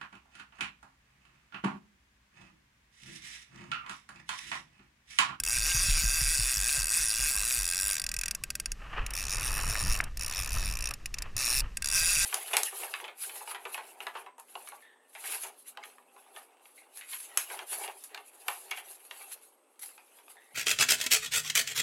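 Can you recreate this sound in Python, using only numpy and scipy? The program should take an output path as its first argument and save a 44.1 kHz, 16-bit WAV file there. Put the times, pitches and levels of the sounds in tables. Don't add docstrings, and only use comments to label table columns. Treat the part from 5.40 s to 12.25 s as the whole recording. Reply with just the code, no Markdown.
import sys
import numpy as np
from scipy import signal
from scipy.fft import rfft, irfft, next_fast_len
from scipy.io import wavfile
from scipy.ndimage import uniform_filter1d, map_coordinates

SR = 44100
rng = np.random.default_rng(int(sys.argv[2]) if len(sys.argv) > 2 else 0)


def volts_from_decibels(level):
    exponent = np.asarray(level, float) / 20
    return 10 ** exponent


def store_wav(level_fs):
    pcm = np.round(np.clip(np.atleast_2d(level_fs), -1, 1) * 32767)
    wavfile.write(sys.argv[1], SR, pcm.T.astype(np.int16))


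N = 302085


def unit(x):
    return x / np.sqrt(np.mean(np.abs(x) ** 2) + 1e-20)


def curves(rows, s):
    t, *columns = np.transpose(rows)
    return [np.interp(s, t, column) for column in columns]


def wobble(rate):
    knots = rng.standard_normal(int(N * rate / SR) + 4)
    return map_coordinates(knots, [np.arange(N) * rate / SR])


def noise(spectrum):
    m = next_fast_len(N)
    f, db = np.transpose(spectrum)
    log_f = np.log(np.fft.rfftfreq(m, 1 / SR) + 1)
    gain = volts_from_decibels(np.interp(log_f, np.log(f), db, -120, -120))
    return unit(irfft(rfft(rng.standard_normal(m)) * gain, m)[:N])


def add(x, s, sound):
    part = x[round(s * SR):][:len(sound)]
    part += sound[:len(part)]


def teeth(scatter):
    # [t/s, extra level/dB]
    creeping = [(0.0, 0), (3.0368, 1), (3.103, 0.5), (3.1527, 2), (3.199, 1.5), (3.2577, 1), (3.3176, -0.5),
                (3.6637, -1.5), (3.7058, -4), (4.6072, -4), (4.6395, -2.5), (5.6578, -0.5), (5.741, -1),
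                (5.7846, -3), (5.8214, -2), (6.3705, -1.5), (6.4218, -0.5)]
    # [t/s, speed/(teeth per s)]
    steady_pull = [
        [(0.035, 63.6), (0.2, 66.0), (0.36, 153.0), (0.65, 102.7), (1.46, 27.7), (1.72, 107.4), (2.6, 35.3),
         (2.86, 44.9), (2.95, 19.4)],
        [(3.735, 10.0), (3.87, 47.9), (4.2, 92.7), (4.586, 10.0)],
        [(4.771, 28.4), (4.87, 27.4), (5.2, 27.8), (5.4, 10.0), (5.539, 10.0)],
        [(5.965, 25.2), (6.05, 120.6), (6.203, 88.9)],
        [(6.443, 72.1), (6.51, 66.0), (6.63, 152.1), (6.845, 39.5)],
    ]
    # [peak t/s, extra speed/(teeth per s), rise/s]
    spool_surges = [(0.146, 65.8, 0.072), (0.286, 62.6, 0.077), (0.454, 59.0, 0.066), (0.597, 56.8, 0.054),
                    (0.771, 72.8, 0.071), (0.922, 82.6, 0.081), (1.095, 70.3, 0.108), (1.343, 109.2, 0.127),
                    (1.576, 111.9, 0.097), (1.88, 59.9, 0.081), (2.127, 52.0, 0.112), (2.351, 26.5, 0.16),
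                    (2.512, 53.3, 0.118), (3.793, 76.1, 0.077), (3.928, 51.5, 0.045), (4.061, 56.4, 0.052),
                    (4.164, 18.9, 0.026), (4.336, 43.6, 0.063), (4.403, 50.4, 0.028), (4.529, 92.1, 0.103),
                    (4.824, 52.5, 0.033), (4.985, 68.8, 0.118), (5.139, 34.7, 0.034), (5.259, 76.8, 0.138),
                    (5.461, 52.9, 0.099), (6.001, 66.7, 0.043), (6.173, 39.8, 0.059), (6.572, 106.9, 0.043),
                    (6.719, 96.9, 0.056), (6.831, 150.0, 0.057)]
    check_over_rise = 0.7
    teeth_per_push, first_push = 12, 4.3
    delay_s = 0.0008

    rows = [[(s, 0, db, 0) for s, db in creeping]]
    peak, extra, rise = np.transpose(spool_surges)[:, :, None]
    for burst in steady_pull:
        t = np.arange(burst[0][0], burst[-1][0] + 0.003, 1 / SR)
        width = np.where(t < peak, rise, check_over_rise * rise)
        inside = (peak > t[0]) & (peak < t[-1])
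        bumps = inside * extra * np.exp(-((t - peak) / width) ** 2)
        speed = curves(burst, t)[0] + np.sum(bumps, axis=0)
        passed = np.cumsum(speed) / SR
        whole = np.arange(int(passed[-1]) + 1)
        s = np.interp(whole + scatter * rng.standard_normal(len(whole)), passed, t)
        surge = np.log2(speed / uniform_filter1d(speed, size=SR // 3))
        push = np.cos(2 * np.pi * (whole - first_push) / teeth_per_push)
        rows.append(np.c_[s + delay_s, np.interp(s, t, surge), 0 * s, push])
    return np.concatenate(rows).T


def pawl_chatter(count, t, rattle_s, spiky_db, wear, loose):
    landing = 0.16 * unit(np.arange(len(t)) == 14)
    shape = (count, len(t))
    fresh = rng.standard_normal(shape) * volts_from_decibels(spiky_db * rng.standard_normal(shape))
    alike = unit(uniform_filter1d(fresh, size=15, axis=0))
    chatter = landing + wear * alike + loose * unit(fresh)
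    dying = np.exp(-(t / rattle_s) ** 1.79) + 0.85 * np.exp(-t / 0.00033)
    chatter *= dying * (1 - np.exp(-t / 0.00009))
    return chatter / np.linalg.norm(chatter, axis=1, keepdims=True)


def ratchet(times, levels, main_db, modes, rattle_s, spiky_db, vary_db, wear, loose):
    main_rings = [2575, 5500, 9500]
    seat_db, firmness = 6.5, 0.75

    t = np.arange(400) / SR
    chatter = pawl_chatter(len(times), t, rattle_s, spiky_db, wear, loose)
    shove = np.exp(-t / 0.00012)
    firm = chatter + firmness * shove / np.linalg.norm(shove)
    at = (np.round(times * SR).astype(int)[:, None] + np.arange(len(t))).ravel()

    m = next_fast_len(N + SR // 4)
    f = np.fft.rfftfreq(m, 1 / SR)
    hz, width, db = np.transpose(modes)
    low = hz < 2200
    seat = (1400 < hz) & (hz < 1700)
    width = np.where(seat, width, np.maximum(width, hz / 26))
    part = (hz < 7500).astype(int) + (hz < 4200)
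    damping = 1j * f * width[:, None]
    bells = volts_from_decibels(db)[:, None] * damping / (hz[:, None] ** 2 - f * f + damping)
    sign = (-1) ** (np.arange(len(hz)) + (hz > 3100))

    tones = np.exp(-2j * np.pi * np.outer(t, hz))
    drawn = np.abs(np.where(low, firm @ tones, chatter @ tones))
    luck = vary_db * rng.standard_normal((len(times), len(hz))) - 12 * np.log10(0.3 + drawn)
    nearest_main = np.abs(np.subtract.outer(hz, main_rings)).argmin(axis=0)
    total = 0
    for k, bell in enumerate(bells):
        part_size = np.sqrt(np.mean(np.abs(bells[part == part[k]]) ** 2, axis=1).sum())
        size = volts_from_decibels(levels[part[k]] + luck[:, k])
        size *= volts_from_decibels(seat_db * seat[k] + (nearest_main == k) @ main_db)
        blows = size[:, None] * (firm if low[k] else chatter)
        total = total + sign[k] * bell / part_size * rfft(np.bincount(at, blows.ravel()), m)
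    return irfft(total, m)[:N]


def reel():
    winding = (3.5, 6.3)
    # [f/Hz, width/Hz, level/dB]
    running_rings = [(590, 23, -17.5), (1350, 310, -13), (1585, 38, -3), (1914, 37, -3), (2154, 30, -5),
                     (2606, 128, 6.5), (3450, 324, -5), (4810, 73, -7.5), (5630, 141, -6),
                     (6870, 218, -8.5), (7536, 120, -8), (8110, 246, -5), (9520, 340, -1),
                     (10810, 220, -8.5), (12100, 210, -13.5), (15010, 6600, -19.5)]
    # [f/Hz, width/Hz, level/dB]
    winding_rings = [(1400, 590, -24), (1805, 127, -5), (2600, 128, 4), (3880, 710, -7.5), (4655, 160, -1),
                     (5496, 390, 3.5), (7080, 300, 1.5), (7280, 590, -5), (8160, 250, -2), (9440, 540, 1),
                     (10960, 500, -1.5), (11900, 3900, -9), (14000, 4500, -10)]
    # [t/s, nearness/dB, pawl side turned to the camera/dB]
    reel_held = [(0, 0.5, 2), (.3, -0.5, -1), (.6, 0.5, -2), (.9, 0, 2), (1.3, -0.5, 1.5), (2.1, -1, 2.5),
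                 (2.5, -1, 1.5), (2.7, -2.5, -0.5), (3.0, -0.5, 0), (3.7, -5, -2), (4.1, -4.5, -0.5),
                 (4.7, -5, -2), (5.4, -6.5, -2), (5.75, -2.5, -6.5), (6.0, 0, -2), (6.2, 2, 1.5),
                 (6.4, 0, 1), (6.85, 1.5, 0)]
    push_share = [0.22, 0.4, 0.98]
    # snap in dB, and gain per dB of facing
    snap_db, facing = [-6, -7.5, -12.5], [0.91, -0.56, -0.26]
    out_surge_db, in_surge_db = [0.5, -0.5, 2], [-3, 0.5, 2]
    # extra level in dB, and dB gained when a surge doubles the speed
    main_extra_db, main_surge_db = [-0.5, 0.5], [0, 0.5]
    push_db = 4

    times, surge, extra_db, push = teeth(scatter=0.012)
    inward = (times > winding[0]) & (times < winding[1])
    outward = ~inward
    near_db, facing_db = curves(reel_held, times)
    levels = np.add.outer(snap_db, near_db + extra_db) + np.outer(facing, facing_db)
    levels += surge * np.where(inward, np.c_[in_surge_db], np.c_[out_surge_db])
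    main_db = np.take(main_extra_db, inward) + surge * np.take(main_surge_db, inward)
    leaning = push_db * push * inward * (times < winding[1] - 0.5)
    main_db = main_db + np.outer(push_share, leaning)
    running = ratchet(times[outward], levels[:, outward], main_db[:, outward], running_rings,
                      rattle_s=0.0039, spiky_db=2, vary_db=2.5, wear=1.0, loose=0.85)
    wound = ratchet(times[inward], levels[:, inward], main_db[:, inward], winding_rings,
                    rattle_s=0.0042, spiky_db=2, vary_db=1.9, wear=0.64, loose=0.65)
    return running + wound


def scatter_off_body(x):
    t = np.arange(SR // 16) / SR
    tail = rng.standard_normal(len(t)) * volts_from_decibels(-60 * t / 0.036) * (1 - np.exp(-t / 0.003))
    return x + volts_from_decibels(-18.5) * signal.fftconvolve(x, tail / np.linalg.norm(tail))[:N]


def river():
    # [f/Hz, level/dB]
    water_colour = [(88, -34.5), (150, 10), (335, 0), (812, -9), (988, -42), (1460, -34.5), (1750, -5.5),
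                    (3270, -11.5), (5670, -11), (14800, -25.5), (16400, -72)]
    return volts_from_decibels(-60.5) * noise(water_colour)


def hand_rumble():
    # [t/s, grip effort/dB]
    grip_effort = [(0.0, -47), (0.6, -35), (1.16, -49.5), (3.08, -50), (3.52, -44.5), (3.59, -34),
                   (3.7, -41), (4.08, -33.5), (4.28, -30.5), (4.35, -38.5), (4.5, -27.5), (4.74, -40.5),
                   (5.19, -32.5), (5.63, -43.5), (6.11, -40.5), (6.18, -35), (6.33, -43), (6.85, -44)]
    # [f/Hz, level/dB]
    rumble_colour = [(7.1, 4.5), (12, 3), (38, 0.5), (51, 2.5), (70, -23.5), (91, -57), (150, -120)]
    # [f/Hz, level/dB]
    shudder_colour = [(35, -42), (60, -7.5), (81, -11.5), (123, -13.5), (167, -24.5), (300, -31),
                      (390, -68), (660, -120)]
    rumble_db, = curves(grip_effort, np.arange(N) / SR)
    shudder_db = -50 + 1.14 * (rumble_db + 40)
    rumble = volts_from_decibels(rumble_db - 0.5) * noise(rumble_colour)
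    return rumble + volts_from_decibels(shudder_db - 1.5 + 2.54 * wobble(25)) * noise(shudder_colour)


def sleeve():
    # [t/s, length/s, level/dB]
    strokes = [(0.07, 2.45, -60), (2.547, 0.38, -66.5), (3.416, 0.046, -56.5), (3.525, 0.031, -50),
               (3.581, 0.01, -44), (3.623, 0.32, -57), (3.937, 0.021, -49), (3.98, 0.598, -51),
               (4.18, 0.04, -50.5), (4.609, 0.05, -54.5), (4.811, 0.705, -56.5), (5.114, 0.081, -51.5),
               (5.77, 0.095, -59.5), (5.966, 0.29, -56), (6.11, 0.026, -55), (6.47, 0.39, -57)]
    # [f/Hz, level/dB]
    cloth_colour = [(200, -30), (300, -15), (600, -11), (950, -9), (1200, -3), (1500, -9), (1800, -5),
                    (2150, -13), (2600, -7), (2950, -10), (3500, -25), (5500, -36), (9000, -52)]
    attack_db_per_s, release_db_per_s, rest_db = 410, 330, -71
    t = np.arange(N) / SR
    power = volts_from_decibels(2 * rest_db)
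    for s, length, db in strokes:
        before = attack_db_per_s * np.maximum(s - t, 0)
        after = release_db_per_s * np.maximum(t - s - length, 0)
        power = power + volts_from_decibels(2 * (db - before - after))
    grain = volts_from_decibels(2.5 * wobble(150) + 1.2 * wobble(25))
    return volts_from_decibels(8.0) * np.sqrt(power) * unit(grain * noise(cloth_colour))


def rod_jolts():
    # [t/s, peak level/dB, f/Hz,
    # knock level/dB]
    rod_pulls = [(0.181, -26, 38, -10.5), (0.347, -25, 36.3, -4), (0.639, -19.5, 34.8, -9),
                 (0.815, -20.5, 35.3, -9), (0.991, -25, 38.7, -4.5), (1.169, -26, 38.8, -12),
                 (1.379, -27, 35.5, -7.5), (1.599, -41, 36.5, -4.5), (1.794, -29, 36.4, -12.5),
                 (1.963, -29.5, 35.6, -26), (2.173, -29, 36.1, -15), (2.431, -37, 39.2, -37),
                 (2.635, -36, 34.6, -29), (2.756, -35, 35.6, -21), (2.89, -39.5, 37.5, -26),
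                 (0.485, -18, 29.7, -13), (3.269, -32.5, 29, -15), (3.584, -30, 31.5, -9),
                 (4.06, -28, 30, -26), (5.133, -21, 30.8, -15), (5.225, -36, 29.5, -9),
                 (6.168, -21.5, 30.8, -19), (6.613, -30, 29.5, -9), (6.769, -28.5, 29.1, -9)]
    hold_s = 0.21
    x, t = np.zeros(N), np.arange(SR // 3) / SR
    fade = volts_from_decibels(-60 * (t / hold_s) ** 3.34 - 55 * t)
    knock_turns = 105 * t + 0.09 * (1 - np.exp(-t / 0.0024))
    knock = np.sin(2 * np.pi * knock_turns) * (1 - np.exp(-t / 0.0063))
    for s, db, hz, knock_db in rod_pulls:
        sag = hz * (t + 0.017 * (1 - np.exp(-t / 0.014)))
        swing = np.sin(2 * np.pi * sag) * (1 - np.exp(-t / 0.011)) * fade
        add(x, s, volts_from_decibels(db - 3) * (swing + volts_from_decibels(knock_db + 11.5 - 60 * t / 0.062) * knock))
    return x


def drips():
    # [t/s, peak level/dB, f/Hz]
    bubbles = [
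        (2.9785, -53, 1140),
        (3.013, -53, 1120),
    ]
    x, t = np.zeros(N), np.arange(1600) / SR
    for s, db, hz in bubbles:
        swell = volts_from_decibels(db + 7 - 60 * t / 0.051) * (1 - np.exp(-t / 0.005))
        add(x, s, swell * np.sin(2 * np.pi * hz * (0.92 * t + 4 * t * t)))
    return x


def handle():
    # [t/s, peak level/dB, f/Hz]
    handle_taps = [(4.354, -21, 1940), (4.603, -13, 1930), (3.582, -27.5, 1150), (3.948, -40, 1170),
                   (4.114, -38, 1140), (4.239, -29.5, 1040), (5.169, -36, 1190)]
    x, t = np.zeros(N), np.arange(400) / SR
    for s, db, hz in handle_taps:
        ring = np.sin(2 * np.pi * hz * t) * volts_from_decibels(db - 60 * t / 0.007) * (1 - np.exp(-t / 0.0004))
        body = volts_from_decibels(db - 22 - 60 * t / 0.044) * np.sin(2 * np.pi * 720 * t)
        add(x, s, body)
        add(x, s, 2.2 * ring)
        add(x, s + 0.00076, 3 * ring)
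    return x


def scene():
    close = scatter_off_body(reel()) + river() + sleeve() + drips() + handle()
    trace = volts_from_decibels(-22) * close * np.maximum(wobble(12) - 1.1, 0)
    return close + hand_rumble() + rod_jolts() + np.array([trace, -trace])


def top_cut(x):
    return signal.sosfilt(signal.butter(12, 16510, fs=SR, output="sos"), x)


def record(dry):
    top_hz = 14900
    f = np.fft.rfftfreq(N, 1 / SR)
    heard = irfft(rfft(dry) / np.sqrt(1 + (f / top_hz) ** 60), N)
    return top_cut(heard)


dry = scene()
out = record(dry)
store_wav(out)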